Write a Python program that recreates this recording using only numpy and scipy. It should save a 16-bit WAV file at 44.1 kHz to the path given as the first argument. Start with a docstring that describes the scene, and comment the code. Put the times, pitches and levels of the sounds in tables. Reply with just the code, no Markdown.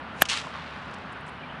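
"""Distant traffic, a motor hum and a thin pulsing insect lie under everything on an open lawn.
A whip's lash swishes faster and faster, with a soft push and a last rush of noise, then cracks once.
The crack is a few damped tones that overload the microphone, with a noisy wake and a thin ring on top.
Trees near and far return shaped noise and hard knocks, a rough, darkening echo with late dull thuds.
Then small rustles of noise are heard as the lash slides down a pole, and a faint bird whistles twice."""
import sys
import numpy as np
from scipy import signal
from scipy.fft import rfft, irfft, next_fast_len
from scipy.io import wavfile
from scipy.ndimage import uniform_filter1d, map_coordinates

SR = 44100
rng = np.random.default_rng(int(sys.argv[2]) if len(sys.argv) > 2 else 0)


def store_wav(level_fs):
    """Save 16-bit WAV to argv[1]."""
    pcm = np.round(np.clip(np.atleast_2d(level_fs), -1, 1) * 32767)
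    wavfile.write(sys.argv[1], SR, pcm.T.astype(np.int16))


def to_linear_factor(level_db):
    """Convert decibel levels (scalar or array-like) to linear amplitude factors."""
    exponent = np.asarray(level_db, float) / 20
    return 10 ** exponent


N = 70560  # length in samples
T = np.arange(N) / SR  # time in seconds
CRACK_S = .220537  # moment of the shock


def unit(x):
    """Scales a sound to rms 1."""
    return x / np.sqrt(np.mean(x ** 2) + 1e-20)


def coloured(x, spectrum):
    """Filters x through a (pitch_hz, level_db) curve on a log pitch axis, then scales it to rms 1."""
    size = next_fast_len(N + 8192)
    curve_hz, curve_db = np.transpose(spectrum)
    hz = np.fft.rfftfreq(size, 1 / SR)
    gain = to_linear_factor(np.interp(np.log(hz + 1), np.log(curve_hz), curve_db, -120, -120))
    return unit(irfft(rfft(x, size) * gain, size)[:N])


def noise(spectrum):
    """Steady random hiss with the given spectrum, rms 1."""
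    return coloured(rng.standard_normal(N), spectrum)


def spiky_noise(spectrum, spike_db, rate):
    """Hiss whose level jumps about at random before it is coloured; rate is in knots a second."""
    return coloured(rng.standard_normal(N) * to_linear_factor(spike_db * wobble(rate)), spectrum)


def wobble(rate):
    """A smooth random curve through rate random knots a second."""
    knots = rng.standard_normal(int(N * rate / SR) + 4)
    return map_coordinates(knots, [T * rate])


def ring(start_s, hz, t60_s, attack_s):
    """A sine that sets in at start_s and dies away by 60 dB in t60_s, like a struck resonance."""
    t = np.maximum(T - start_s, 0)
    return np.sin(2 * np.pi * hz * t) * to_linear_factor(-60 * t / t60_s) * (1 - np.exp(-t / attack_s))


# Spectrum of the far roar: pitch_hz, level_db (relative, per Hz)
TRAFFIC_SPECTRUM = [(15, -59), (25, -37), (70, -8.5), (118, -5), (219, -1.5), (331, -11), (979, -5),
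                    (1480, -5.5), (2070, -12.5), (2970, -15.5), (4160, -25.5), (5600, -38), (7000, -46.5),
                    (10300, -50), (11300, -68)]
# Loudness of the roar over time: time_s, level_db
TRAFFIC_LEVEL = [(0.0, -38.5), (0.266, -40.5), (1.6, -40)]


def traffic():
    """Far roar: noise made patchy in time and pitch, then coloured, with a slightly unsteady level."""
    grains = signal.stft(rng.standard_normal(N + 512), nperseg=512)[2]
    patches = uniform_filter1d(rng.standard_normal(grains.shape), 6, 0)  # smooth over pitch
    patches = unit(uniform_filter1d(patches, 8, 1))  # smooth over time
    patchy = signal.istft(grains * to_linear_factor(0.72 * patches), nperseg=512)[1][:N]
    time_s, level_db = np.transpose(TRAFFIC_LEVEL)
    level = np.interp(T, time_s, level_db) + .5 * wobble(11.0)
    return to_linear_factor(level) * coloured(patchy, TRAFFIC_SPECTRUM)


# Tones of the motor: pitch_hz, level_db (rms, before it wavers)
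HUM_TONES = [(75.4, -55.5), (150.7, -56.5), (258.4, -57)]


def motor_hum():
    """Low steady tones of a motor, wavering in level and phase."""
    out = np.zeros(N)
    for pitch_hz, level_db in HUM_TONES:
        level = np.sqrt(2) * to_linear_factor(level_db + 1.5 * wobble(6.7))
        out += level * np.sin(2 * np.pi * pitch_hz * T + 1.5 * wobble(14))
    return out


def insect():
    """A thin high tone with an unsteady phase, switched in pulses whose pace drifts."""
    pitch_hz, pulses_per_s = 10590, 76
    pace = pulses_per_s + 3 * wobble(4)
    pulses = np.maximum(np.sin(2 * np.pi * np.cumsum(pace) / SR) + 0.44, 0)
    level = to_linear_factor(-82.5 + 1.5 * wobble(30))
    return level * pulses * np.sin(2 * np.pi * pitch_hz * T + .7 * wobble(300))


# Two whistled notes, each a path of points: time_s, pitch_hz, level_db (rms, before roughening)
BIRD_NOTES = [
    [(1.385, 2970, -60), (1.4, 2960, -52), (1.417, 2920, -52), (1.428, 2430, -52), (1.438, 2360, -44.5),
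     (1.447, 2350, -45.5), (1.452, 2350, -60)],
    [(1.478, 2700, -60), (1.494, 2880, -55), (1.504, 3100, -50.5), (1.525, 2950, -54), (1.535, 2930, -62)],
]


def bird():
    """Two far sines that slide in pitch, roughened by the air and leaves between."""
    out = np.zeros(N)
    for note in BIRD_NOTES:
        time_s, pitch_hz, level_db = np.transpose(note)
        level = np.interp(T, time_s, level_db, -120, -120) + 2 * wobble(200)
        phase = 2 * np.pi * np.cumsum(np.interp(T, time_s, pitch_hz)) / SR
        out += np.sqrt(2) * to_linear_factor(level) * np.sin(phase + .35 * wobble(250))
    return out


# Puffs of the sliding lash: start_s, length_s (up to the fade-out), level_db, loudest_hz
RUSTLES = [(.911, .005, -59, 4500), (.9378, .0012, -47, 3200), (.941, .006, -52, 3200),
           (.985, .0015, -57, 6000), (1.121, .011, -63, 7200), (1.208, .0033, -66, 9000),
           (1.262, .013, -66, 7500), (1.278, .0054, -58, 6200), (1.286, .011, -61, 8500)]


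def rustles():
    """Short grainy puffs of treble as the lash slides down a pole, each with its own loudest band."""
    edge_hz, slope_db = 10000, -9  # above its loudest pitch a puff loses 9 dB an octave up to the edge
    out = np.zeros(N)
    for start_s, length_s, level_db, loudest_hz in RUSTLES:
        fade_in = (T - start_s) / 0.0014
        fade_out = (start_s + length_s - T) / 0.0017 + 1
        shape = np.clip(np.minimum(fade_in, fade_out), 0, 1)
        edge_db = slope_db * np.log2(edge_hz / loudest_hz)
        spectrum = [(loudest_hz * 0.5, -30), (loudest_hz, 0), (edge_hz, edge_db), (11500, -45)]
        out += to_linear_factor(level_db) * shape * spiky_noise(spectrum, 2.3, 1000)
    return out


# Dull far echoes off slopes: peak_s, level_db
THUDS = [(0.446, -39.5), (0.471, -34), (0.502, -39), (0.554, -38.5)]
# Their spectrum: pitch_hz, level_db (relative, per Hz)
THUD_SPECTRUM = [(400, -35.5), (600, -5), (1100, -3), (1800, -33)]


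def thuds():
    """Short low puffs of noise, swelling and fading in a bell shape as far slopes return the crack."""
    half_length_s = 0.0058
    shape = sum(to_linear_factor(level_db) * np.exp(-((T - peak_s) / half_length_s) ** 2) for peak_s, level_db in THUDS)
    return shape * noise(THUD_SPECTRUM)


# Rise and fall of the echo: time_s, level_db (before the lift below)
ECHO_LEVEL = [(0.237, -52), (.2505, -72), (.253, -41.5), (.259, -41), (0.268, -59), (.278, -55),
              (.2838, -65), (0.2863, -43), (0.288, -35.5), (0.301, -33), (.318, -31.5), (0.337, -31.5),
              (0.352, -37.5), (0.385, -36.5), (0.394, -41.5), (.43, -50.5), (.52, -55), (.545, -51),
              (.7, -53.5), (.8, -55.5), (1.199, -64.5)]
# Spectra of bright near leaves, fuller trunks and boughs, dull far trees:
# pitch_hz, level_db (relative, per Hz)
NEAR_SPECTRUM = [(500, -33), (1200, -13), (2000, -4), (2800, 3), (4500, -3.5), (6500, -6), (9560, -17),
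                 (11000, -31), (11800, -73)]
MIDDLE_SPECTRUM = [(400, -27), (850, -2.5), (1270, -1.5), (3480, 0), (6000, -9), (8770, -16.5),
                   (10900, -28), (11800, -68)]
FAR_SPECTRUM = [(350, -24), (600, -19), (1000, 0), (2000, -1.5), (4040, -9), (7000, -26.5), (10400, -37),
                (11500, -70.5)]
# Cross-fades near to middle and middle to far: start_s, end_s
NEAR_TO_MIDDLE = [.305, 0.316]
MIDDLE_TO_FAR = [0.42, 0.53]
# Extra level of each spectrum: near_db, middle_db, far_db
ECHO_LIFT = [6.5, 5.5, 7.5]


def trees():
    """Spiky noise for countless small echoes, duller as they come from farther away."""
    late = np.interp(T, NEAR_TO_MIDDLE, [0, 1])
    far = np.interp(T, MIDDLE_TO_FAR, [0, 1])
    shares = [1 - late, late * (1 - far), far]
    spectra = [NEAR_SPECTRUM, MIDDLE_SPECTRUM, FAR_SPECTRUM]
    leaves = np.zeros(N)
    for share, spectrum, lift_db in zip(shares, spectra, ECHO_LIFT):
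        leaves += to_linear_factor(lift_db) * np.sqrt(share) * spiky_noise(spectrum, 3, 900)
    time_s, level_db = np.transpose(ECHO_LEVEL)
    return leaves * to_linear_factor(np.interp(T, time_s, level_db, -120, -120))


# Single hard echoes: start_s, level_db, pitch_hz
TRUNKS = [(.3, -11, 4000), (.3123, -14, 3000), (.3188, -13, 3000), (.324, -9.5, 2400), (.344, -16, 1600),
          (.3761, -11, 4000)]


def trunks():
    """Very short damped tones, the hard echoes of single trunks."""
    return sum(to_linear_factor(level_db) * ring(start_s, pitch_hz, .0017, .0001)
               for start_s, level_db, pitch_hz in TRUNKS)


# Spectrum of the swish: pitch_hz, level_db (relative, per Hz)
SWISH_SPECTRUM = [(1500, -12), (2500, 3.5), (6000, -6), (10000, -11.5), (11500, -43)]


def swish():
    """Noise that swells as the lash speeds up and dies quickly after the crack."""
    level_db, rise_s, t60_s = -44, .03, .06
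    rise = np.exp(np.minimum(T - CRACK_S, 0) / rise_s)
    fade = to_linear_factor(-60 * np.maximum(T - CRACK_S, 0) / t60_s)
    return to_linear_factor(level_db) * rise * fade * noise(SWISH_SPECTRUM)


def soft_push():
    """A low damped tone just ahead of the crack, starting downwards."""
    start_s, pitch_hz, level_db = .2088, 600, -23
    return -to_linear_factor(level_db) * ring(start_s, pitch_hz, .006, .0003)


# Spectrum of the last rush: pitch_hz, level_db (relative, per Hz)
RUSH_SPECTRUM = [(180, -56), (300, -29.5), (2400, -5), (3350, -17.5), (4990, -20), (8090, -15.5),
                 (13100, -27), (16000, -42)]


def rush():
    """The last rush of the tip: noise that climbs steeply and stops at the crack."""
    level_db, rise_s = -20, .004
    rise = np.exp(np.minimum(T - CRACK_S, 0) / rise_s)
    return to_linear_factor(level_db) * rise * (T < CRACK_S) * noise(RUSH_SPECTRUM)


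# Spectrum of the wake: pitch_hz, level_db (relative, per Hz)
WAKE_SPECTRUM = [(250, -8), (1500, -10), (2700, 1), (4000, -3), (6000, -3), (9500, -9), (11000, -25),
                 (12000, -60)]


def wake():
    """The noisy wake of the shock, dying away fast."""
    level_db, t60_s = -16.5, .028
    fade = to_linear_factor(-60 * np.maximum(T - CRACK_S, 0) / t60_s)
    return to_linear_factor(level_db) * fade * (T >= CRACK_S) * noise(WAKE_SPECTRUM)


def thin_ring():
    """A very high, brief tone set off by the sharp second front of the shock."""
    delay_s, pitch_hz, level_db = .00077, 12250, 14  # level before the slow attack and fast decay
    return to_linear_factor(level_db) * ring(CRACK_S + delay_s, pitch_hz, t60_s=.0013, attack_s=.0004)


# Resonances of air and housing: pitch_hz, level_db (before overload), t60_s
SHOCK = [(1650, 12, .0052), (675, 6, .0057), (2090, 2, .008), (320, 3.7, .008), (205, -6, .0125)]


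def shock():
    """The crack: damped tones of alternating sign, heard once directly and once more off the lawn."""
    lawn_delay_s, lawn_db = .00165, -14
    out = np.zeros(N)
    for k, (pitch_hz, level_db, t60_s) in enumerate(SHOCK):
        sign = -(-1) ** k
        for delay_s, loss_db in ((0, 0), (lawn_delay_s, lawn_db)):
            out += sign * to_linear_factor(level_db + loss_db) * ring(CRACK_S + delay_s, pitch_hz, t60_s, .0001)
    return out


def overload(air):
    """The microphone's limit: loud peaks flatten towards a ceiling, quiet sound passes unchanged."""
    ceiling, hardness = .61, 5
    return air / (1 + np.abs(air / ceiling) ** hardness) ** (1 / hardness)


def scene():
    """Mixes everything; the wake and thin ring ride on top of the flattened sound."""
    floor = traffic() + motor_hum() + insect() + bird() + rustles()
    echoes = thuds() + trees() + trunks()
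    lash = swish() + soft_push() + rush() + shock()
    return (overload(floor + echoes + lash) + wake() + thin_ring())[None]


def roll_off(x):
    """The treble ends steeply here."""
    return signal.sosfilt(signal.butter(12, 16690, fs=SR, output="sos"), x)


def record(dry):
    """Limits the sound to the microphone's band without shifting it in time, then ends the treble steeply with
    a one-way filter that delays it slightly."""
    band = signal.butter(4, 16300, fs=SR, output="sos")  # top of the band in Hz
    mix = signal.sosfiltfilt(band, dry)
    return roll_off(mix)


dry = scene()
out = record(dry)
store_wav(out)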